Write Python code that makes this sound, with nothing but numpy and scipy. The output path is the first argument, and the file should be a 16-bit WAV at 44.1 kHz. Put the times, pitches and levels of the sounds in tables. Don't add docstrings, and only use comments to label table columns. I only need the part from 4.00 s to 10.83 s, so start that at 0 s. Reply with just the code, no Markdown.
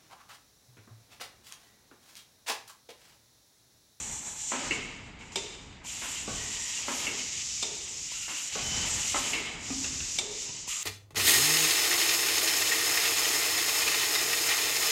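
import sys
import numpy as np
from scipy import signal
from scipy.fft import rfft, irfft
from scipy.io import wavfile
from scipy.ndimage import uniform_filter1d

SR = 44100
rng = np.random.default_rng(int(sys.argv[2]) if len(sys.argv) > 2 else 0)


def bounce(signal):
    frames = np.transpose(np.atleast_2d(signal))
    limited = np.clip(frames, -1, 1)
    pcm = np.round(limited * 32767).astype(np.int16)
    wavfile.write(sys.argv[1], SR, pcm)


N = 301203


def from_db(db):
    return 10 ** (np.asarray(db) / 20)


def unit_rms(x):
    return x / np.sqrt(np.mean(x ** 2) + 1e-20)


def gain_curve(rows):
    return from_db(np.interp(np.arange(N) / SR, *np.transpose(rows)))


def at_hz(points, hz):
    points_hz, values = np.transpose(points)
    return np.interp(np.log(hz), np.log(points_hz), values)


def drift(rate_hz):
    r = np.exp(-80 * np.pi * rate_hz / SR)
    slow = signal.lfilter([1], [1, -2 * r, r * r], rng.standard_normal(N // 40 + 2002))[2000:]
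    return np.interp(np.arange(N) / 40, np.arange(len(slow)), unit_rms(slow))


def coloured(x, spectrum):
    size = 8192
    hz = np.arange(1, size // 2 + 2) * SR / size
    cepstrum = irfft(np.log(from_db(at_hz(spectrum, hz))))
    cepstrum[1:size // 2] *= 2
    cepstrum[size // 2 + 1:] = 0
    return signal.fftconvolve(x, irfft(np.exp(rfft(cepstrum))))[:len(x)]


def resonate(x, modes):
    out = 0
    for k, (hz, width_hz, db) in enumerate(modes):
        r = np.exp(-np.pi * width_hz / SR)
        poles = [1, -2 * r * np.cos(2 * np.pi * hz / SR), r * r]
        out = out + (-1) ** k * from_db(db) * signal.lfilter([1 - r, 0, r - 1], poles, x)
    return out


def turbulence(spectrum, flicker_db, rate_hz):
    noise = coloured(rng.standard_normal(N), spectrum)
    return unit_rms(noise * from_db(flicker_db * drift(rate_hz)))


def blows(hits, colour, modes, rise_s, decay_s, ring_db, strike_db, hall_ring_db, hold_s=0):
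    near, hall_send, t = np.zeros(N + SR), np.zeros(N), np.arange(SR // 2) / SR
    envelope = np.minimum(t / rise_s, 1) * np.exp(-np.maximum(t - hold_s, 0) / decay_s)
    click = signal.unit_impulse(len(t), int(rise_s * SR))
    strike = from_db(strike_db) * np.sqrt(np.sum(envelope ** 2)) * click
    for start_s, db, tilt_db, hall_db, shift_percent in hits:
        rattle = envelope * rng.standard_normal(len(t))
        ring = resonate(rattle + strike, np.array(modes) * [1 + shift_percent / 100, 1, 1])
        direct = unit_rms(coloured(rattle, colour)) + from_db(ring_db) * unit_rms(ring)
        direct = coloured(direct, [(125, -3 * tilt_db), (8000, 3 * tilt_db)])
        peak = np.sqrt(2 * np.max(uniform_filter1d(direct ** 2, size=300)))
        direct *= from_db(db) / peak
        at = round(start_s * SR)
        near[at:at + len(t)] += direct
        hall_send[at] = from_db(hall_db) * np.sqrt(np.mean(direct ** 2))
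    body = unit_rms(coloured(click, colour)) + from_db(hall_ring_db) * unit_rms(resonate(click, modes))
    tail = signal.fftconvolve(unit_rms(body), hall_echo())
    return near[:N] + signal.fftconvolve(hall_send, tail)[:N]


# frequency in Hz, width in Hz, gain in dB.
PRESS_HITS = [(0.5155, -29.5, 3, 4, 0.11), (2.879, -29.5, 0.5, -1, 1.4), (5.141, -25.5, 2.5, -5, 0.79)]
PRESS_COLOUR = [(71, -47), (120, -40), (241, 15), (572, -1), (676, 1), (1050, 2), (1360, 3), (1470, 6),
                (2650, -1), (4500, -8.5), (5850, -27), (9900, -120)]
PRESS_MODES = [(267, 26, 9.5), (309, 12, 10), (566, 26, 4.5), (821, 58, 6.5), (932, 43, 4), (1070, 34, 7),
               (1229, 28, 6.5), (1325, 35, 6.5), (2040, 65, 0)]


def press():
    return blows(PRESS_HITS, PRESS_COLOUR, PRESS_MODES, rise_s=0.002, decay_s=0.028,
                 ring_db=7, strike_db=-2.5, hall_ring_db=-2.5, hold_s=0.022)


RELEASE_HITS = [(0.7078, -22.5, 0.1, 0.22, 0.39), (1.2082, -42.5, 0.1, 0.6, 0.27),
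                (3.0669, -26.5, 0.1, 0.56, 1.2), (5.3315, -25, 0.12, 3.2, -1.5)]
RELEASE_COLOUR = [(150, -23), (250, -1), (400, -8), (570, -14.5), (1500, -17), (2100, -9), (2900, 5),
                  (3300, -16), (5500, -20), (9000, -70)]
RELEASE_MODES = [(396, 65, -8.5), (2183, 85, 4.5), (2324, 75, -7.5), (2706, 50, 2.5), (2913, 55, 2)]


def release():
    return blows(RELEASE_HITS, RELEASE_COLOUR, RELEASE_MODES, rise_s=0.001485, decay_s=0.011,
                 ring_db=2.2, strike_db=2.5, hall_ring_db=0.78, hold_s=0.008)


CUT_HITS = [(1.356, -23.5, 0.43, -4.5, -0.013), (3.6250, -24, 1.55, -4.5, -0.78),
            (6.1842, -20, 2.9, -7.5, 0.27)]
CUT_COLOUR = [(120, -36), (200, -6.5), (890, -1.5), (1690, -12), (2170, -12), (3090, -5), (3630, -1),
              (4450, -7), (4900, -15), (5300, -18), (7000, -14), (8660, -12), (9640, -50), (12600, -46),
              (14000, -35)]
CUT_MODES = [(377, 19, 0.5), (924, 15, 0.5), (2300, 80, -4.5), (2750, 70, -6), (3580, 134, 1),
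             (3745, 110, -12), (4940, 80, -4), (5870, 100, -10), (7270, 160, -6), (8740, 280, -14)]


def cut():
    clack = blows(CUT_HITS, CUT_COLOUR, CUT_MODES, rise_s=0.0026, decay_s=0.0097,
                  ring_db=3, strike_db=-1.5, hall_ring_db=4)
    tick = blows([(start_s, db - 20.5, 0, -30, 0) for start_s, db, *_ in CUT_HITS],
                 colour=[(6000, -56), (9000, -6), (11000, -2), (14000, 2)], modes=[(10700, 600, 0)],
                 rise_s=0.002, decay_s=0.003, ring_db=-4.5, strike_db=-3, hall_ring_db=0)
    return clack + tick


VALVE_HITS = [(1.8485, -41.5, .1, -15, .1), (4.117, -41.5, .1, -6, .1), (6.492, -38.5, .1, -2, 0.088),
              (6.677, -37.5, .1, -23, .1)]
VALVE_COLOUR = [(24, -63), (40, 23), (196, 5), (283, 11), (483, -10), (949, -17), (1650, -31), (2500, 12),
                (3500, -5), (6500, 0), (9000, -50)]
VALVE_MODES = [(119, 60, 10.5), (993, 75, 7.8)]


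def valve():
    return blows(VALVE_HITS, VALVE_COLOUR, VALVE_MODES, rise_s=0.00091, decay_s=0.0015,
                 ring_db=-0.57, strike_db=5.1, hall_ring_db=9)


CLAMP_HITS = [(2.015, -36, 0.091, -2.1, .1), (4.277, -39, 0.13, -1.4, .1)]
CLAMP_COLOUR = [(120, -65), (200, -3.5), (642, -7), (1030, 3), (1230, -1.5), (1930, -0.5), (2330, -5),
                (2960, -6), (4000, -27), (5200, -23), (8800, -120)]
CLAMP_MODES = [(310, 48, 1.5), (920, 104, 2.5), (1240, 33, -30), (2140, 18, 4.5)]


def clamp():
    return blows(CLAMP_HITS, CLAMP_COLOUR, CLAMP_MODES, rise_s=0.0044, decay_s=0.064,
                 ring_db=-0.9, strike_db=-8, hall_ring_db=-12)


FEED_HITS = [(2.275, -32, -4.5, -2.5, .1), (4.551, -33, 1, -3, .1)]
FEED_COLOUR = [(35, -30), (60, -5), (153, 8.5), (324, -7), (449, 9.5), (771, 12.5), (970, -2), (1160, -2),
               (1640, -3), (3000, -46), (3900, -11), (6600, -120)]
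FEED_MODES = [(206, 49, 3.5), (428, 26, 12), (510, 77, -28), (1124, 38, 6), (1526, 60, 3)]


def feed():
    return blows(FEED_HITS, FEED_COLOUR, FEED_MODES, rise_s=0.00278, decay_s=0.06,
                 ring_db=0.65, strike_db=0.8, hall_ring_db=4)


COVER_HITS = [(5.698, -28, 0.13, -11, .1)]
COVER_COLOUR = [(59, -47), (100, -16), (257, 1), (616, -26), (754, -17), (1260, -27), (1540, -38),
                (2500, -13), (3250, -50), (5500, -120)]
COVER_MODES = [(267, 2.75, 15), (210, 32, -2.5), (275, 5, -2), (760, 20, -13), (1230, 10, -7.5)]


def cover():
    return blows(COVER_HITS, COVER_COLOUR, COVER_MODES, rise_s=0.0056, decay_s=0.024,
                 ring_db=9.4, strike_db=9, hall_ring_db=-9)


PANEL_HITS = [(1.362, -36.5, .1, -1, -7.5), (3.638, -40.5, .1, 1.5, 0), (6.215, -43.5, .1, 1.5, 0),
              (6.272, -42, 0.14, 0.2, 2)]
PANEL_COLOUR = [(200, -40), (350, -10), (450, -1), (600, -24), (2000, -81)]
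PANEL_MODES = [(364, 5, 3.2), (421.4, 29, 9.4)]


def panel():
    return blows(PANEL_HITS, PANEL_COLOUR, PANEL_MODES, rise_s=0.00622, decay_s=0.038,
                 ring_db=6.1, strike_db=0.84, hall_ring_db=0.1)


TAP_HITS = [(5.8425, -30.5, 0.1, -3, .1), (6.0032, -33, 2.5, -6, .1)]
TAP_COLOUR = [(200, -27), (420, -5), (700, -13), (1800, -4), (2750, -25), (3600, -1), (6000, -31)]
TAP_MODES = [(407, 29, 0), (2710, 120, 6), (2830, 80, -4)]


def taps():
    return blows(TAP_HITS, TAP_COLOUR, TAP_MODES, rise_s=0.00104, decay_s=0.021,
                 ring_db=3.8, strike_db=1.3, hall_ring_db=0)


# opening, shutting and rise time in seconds, hiss at opening and at shutting
# in dB, tight-jet share from 0 to 1, exhaust and sizzle in dB relative to the hiss.
BLASTS = [(-.1, 0.367, .01, -39, -41.5, 1, -12.5, -20), (0.34, 0.52, 0.065, -34.5, -37, 0.95, -14.5, -30),
          (0.544, 0.674, 0.024, -43.5, -41, 0.3, -2, -33), (1.183, 1.27, 0.015, -55.5, -58, 0.7, 0, -27),
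          (1.319, 1.326, .002, -47, -49, 0.4, -7, -20), (1.363, 1.406, .01, -35, -45, 0.3, -1.5, -34),
          (1.835, 2.145, 0.033, -41.5, -37.5, 0.76, -4.5, -13.5),
          (2.206, 2.8, 0.096, -40, -35, 0.56, -6.5, -20.5),
          (2.854, 3.04, 0.027, -40, -34.5, 0.5, -6.5, -13), (3.088, 3.633, 0.095, -37, -35, 0.19, -9, -28),
          (3.683, 4.087, 0.053, -42, -37.5, 0.32, -10, -25.5),
          (4.105, 4.442, .015, -40, -36.5, 0.52, -7.5, -16.5),
          (4.516, 4.82, 0.013, -37.5, -33, 0.16, -7.5, -19),
          (4.836, 5.11, 0.037, -36, -31.5, 0.6, -6.5, -18),
          (5.15, 5.298, 0.032, -36.5, -35.5, 0.64, -3, -12.5),
          (5.576, 5.854, 0.1, -41, -33.5, 0.24, -11.5, -25),
          (5.908, 6.146, 0.041, -39.5, -34.5, 0.22, -11, -23),
          (6.256, 6.424, 0.068, -44, -36.5, 0.15, -11, -25), (6.45, 6.606, .02, -43, -42.5, 0.08, -9, -44),
          (6.67, 7, 0.018, -35.5, -43, 0.7, -4, -11)]
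# frequency in Hz, level in dB.
BROAD_JET = [(2060, -52.5), (3500, -13.5), (3670, -8.5), (3980, -9.5), (4320, -6.5), (5650, 0.5),
             (6130, 0.5), (6810, 2.5), (7720, -2), (8370, -22), (9530, -18.5), (9900, -29), (11000, -31),
             (14300, -46), (22000, -120)]
TIGHT_JET = [(2060, -71), (3500, -7.5), (3690, -31), (3780, -20), (4020, -12), (4920, -19), (5210, -15.5),
             (5730, -4.5), (6620, -2), (7290, 3), (8780, -10), (10000, -34), (11000, -30.5), (14300, -31),
             (22000, -120)]
EXHAUST = [(710, -55.5), (1200, -5.5), (1430, -11.5), (1760, -5.5), (1900, 0.5), (2550, 6), (2990, 7.5),
           (3670, 1.5), (3890, 2), (4310, -2.5), (5000, 0), (6500, -50), (11000, -120)]
SIZZLE = [(5290, -101), (9000, 4.5), (10000, -4.5), (11800, -5.5), (13400, -4), (14000, -64)]
# start and end in seconds, level in dB.
WHISTLES = [(.38, .55, -61), (1.86, 2.15, -53), (5.15, 5.32, -55), (6.69, 7, -39)]
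# frequency in Hz, width in Hz, gain in dB.
WHISTLE_MODES = [(6740, 62, 2), (7530, 60, 0), (7470, 40, -26)]
HOUSING_MODES = [(2103, 36, -8), (2390, 34, -45), (2980, 57, -8.5), (3660, 22, -11.5), (3910, 63, -12),
                 (5150, 42, -9), (5800, 60, -11), (6530, 36, -16), (6980, 49, -8), (7550, 28, -25)]


def air():
    t, power = np.arange(N) / SR, np.zeros((4, N))
    fade_db_per_s = 56.5, 34.5, 115
    for open_s, shut_s, rise_s, open_db, shut_db, tight_share, exhaust_db, sizzle_db in BLASTS:
        opening = np.clip((t - open_s) / rise_s, 0, 1)
        flow = opening * from_db(np.interp(t, [open_s, shut_s], [open_db, shut_db]))
        hiss, exhaust, sizzle = flow * from_db(-np.outer(fade_db_per_s, np.maximum(t - shut_s, 0)))
        power += [(1 - tight_share) * hiss ** 2, tight_share * hiss ** 2,
                  (from_db(exhaust_db) * exhaust) ** 2, (from_db(sizzle_db) * sizzle) ** 2]
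    broad, tight, exhaust, sizzle = np.sqrt(power)
    whistle = sum(from_db(db) * np.clip(np.minimum(t - start_s, end_s - t) / 0.02, 0, 1)
                  for start_s, end_s, db in WHISTLES)
    jets = (whistle * unit_rms(resonate(rng.standard_normal(N), WHISTLE_MODES))
            + broad * turbulence(BROAD_JET, flicker_db=0.5, rate_hz=17)
            + tight * turbulence(TIGHT_JET, flicker_db=1.8, rate_hz=11)
            + exhaust * turbulence(EXHAUST, flicker_db=1.5, rate_hz=12.6)
            + sizzle * turbulence(SIZZLE, flicker_db=2, rate_hz=23))
    housing = sum(from_db(4.5 * drift(rate_hz=11)) * resonate(jets, [mode]) for mode in HOUSING_MODES)
    return jets + housing


# start and stop in seconds, pitch and width in Hz,
# level at start and at stop in dB, half-pitch partial in dB.
SERVO_MOVES = [(-.02, 0.503, 1730, 150, -70, -66, -59), (2.356, 2.838, 1904, 160, -48.5, -53, -59),
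               (2.75, 2.803, 2795, 6, -43, -37, -73), (4.105, 4.452, 2810, 230, -48.5, -45.5, -59),
               (4.628, 4.872, 3033, 3, -36.5, -43, -54), (6.685, 7, 2440, 320, -57, -60, -53.5)]


def servo():
    t, out = np.arange(N) / SR, 0
    for start_s, stop_s, hz, width_hz, start_db, stop_db, half_db in SERVO_MOVES:
        running = np.clip(np.minimum(t - start_s, stop_s - t) / 0.028, 0, 1)
        rough = drift(width_hz / 2) + 1j * drift(width_hz / 2) + 20 / width_hz
        tone = unit_rms((rough * np.exp(2j * np.pi * hz * t)).real)
        half_tone = unit_rms((rough * np.exp(1j * np.pi * hz * t)).real)
        db = np.interp(t, [start_s, stop_s], [start_db, stop_db])
        out = out + running * (from_db(db) * tone + from_db(half_db) * half_tone)
    return out


# frequency in Hz, level in dB.
RUMBLE = [(15, -60), (25, -12), (40, 6.5), (65, 6.5), (100, 5), (131, 4), (160, 1), (260, -1), (340, -4),
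          (570, -99.5)]
DRONE = [(88, -21), (150, 1), (354, -4.5), (426, -1.5), (563, -5.5), (916, 0), (1070, -3), (1540, -5.5),
         (2140, -1.5), (2400, -2.5), (3120, -22), (5280, -120)]
# time in seconds, level in dB.
RUMBLE_LEVEL = [(0.0, -47.5), (0.53, -61.5), (0.68, -48), (1.56, -54), (1.67, -49.5), (2.07, -58.5),
                (2.38, -44.5), (2.74, -60.5), (2.91, -54.5), (4.03, -57.5), (4.5, -65), (4.62, -45),
                (4.8, -42), (5.1, -49), (5.32, -51.5), (6.03, -46), (6.07, -52), (6.62, -58), (6.7, -60),
                (6.83, -79)]
DRONE_LEVEL = [(0, -48.5), (.46, -56), (.66, -43.5), (.85, -51), (1.8, -56), (2, -52.5), (2.4, -53),
               (2.76, -53), (3.06, -45), (3.45, -59.5), (3.9, -57.5), (4.4, -61.5), (4.6, -46.5),
               (4.85, -42), (5.1, -46), (5.35, -44), (5.75, -51.5), (6.2, -57), (6.65, -58), (6.7, -56),
               (6.83, -60)]


def background():
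    rumble = gain_curve(RUMBLE_LEVEL) * turbulence(RUMBLE, flicker_db=-0.5, rate_hz=51)
    drone = gain_curve(DRONE_LEVEL) * turbulence(DRONE, flicker_db=1.5, rate_hz=11.2)
    return rumble + drone


# frequency in Hz, time to fall 60 dB in seconds.
HALL_T60 = [(100, 1.0), (400, 1.0), (1500, 1), (4000, 1), (10000, 0.73)]


def hall_echo():
    t, echo = np.arange(SR) / SR, 0
    for low_hz in 44 * 2. ** np.arange(9):
        band = signal.butter(2, [low_hz, min(2 * low_hz, 0.45 * SR)], "band", fs=SR, output="sos")
        t60_s = at_hz(HALL_T60, low_hz * np.sqrt(2))
        echo = echo + signal.sosfilt(band, rng.standard_normal(SR)) * from_db(-60 * t / t60_s)
    echo *= np.minimum(t / 0.0017, 1)
    return echo / np.sqrt(np.sum(echo ** 2))


def scene():
    mechanism = press() + release() + cut() + valve() + clamp() + feed() + cover() + panel() + taps()
    return np.tile(mechanism + air() + servo() + background(), (2, 1))


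def record(dry):
    hiss_db, stopband_hz = -93, 14150
    lowpass = signal.cheby2(16, 70, stopband_hz, fs=SR, output="sos")
    return signal.sosfilt(lowpass, dry + from_db(hiss_db) * rng.standard_normal(N))


dry = scene()
out = record(dry)
bounce(out)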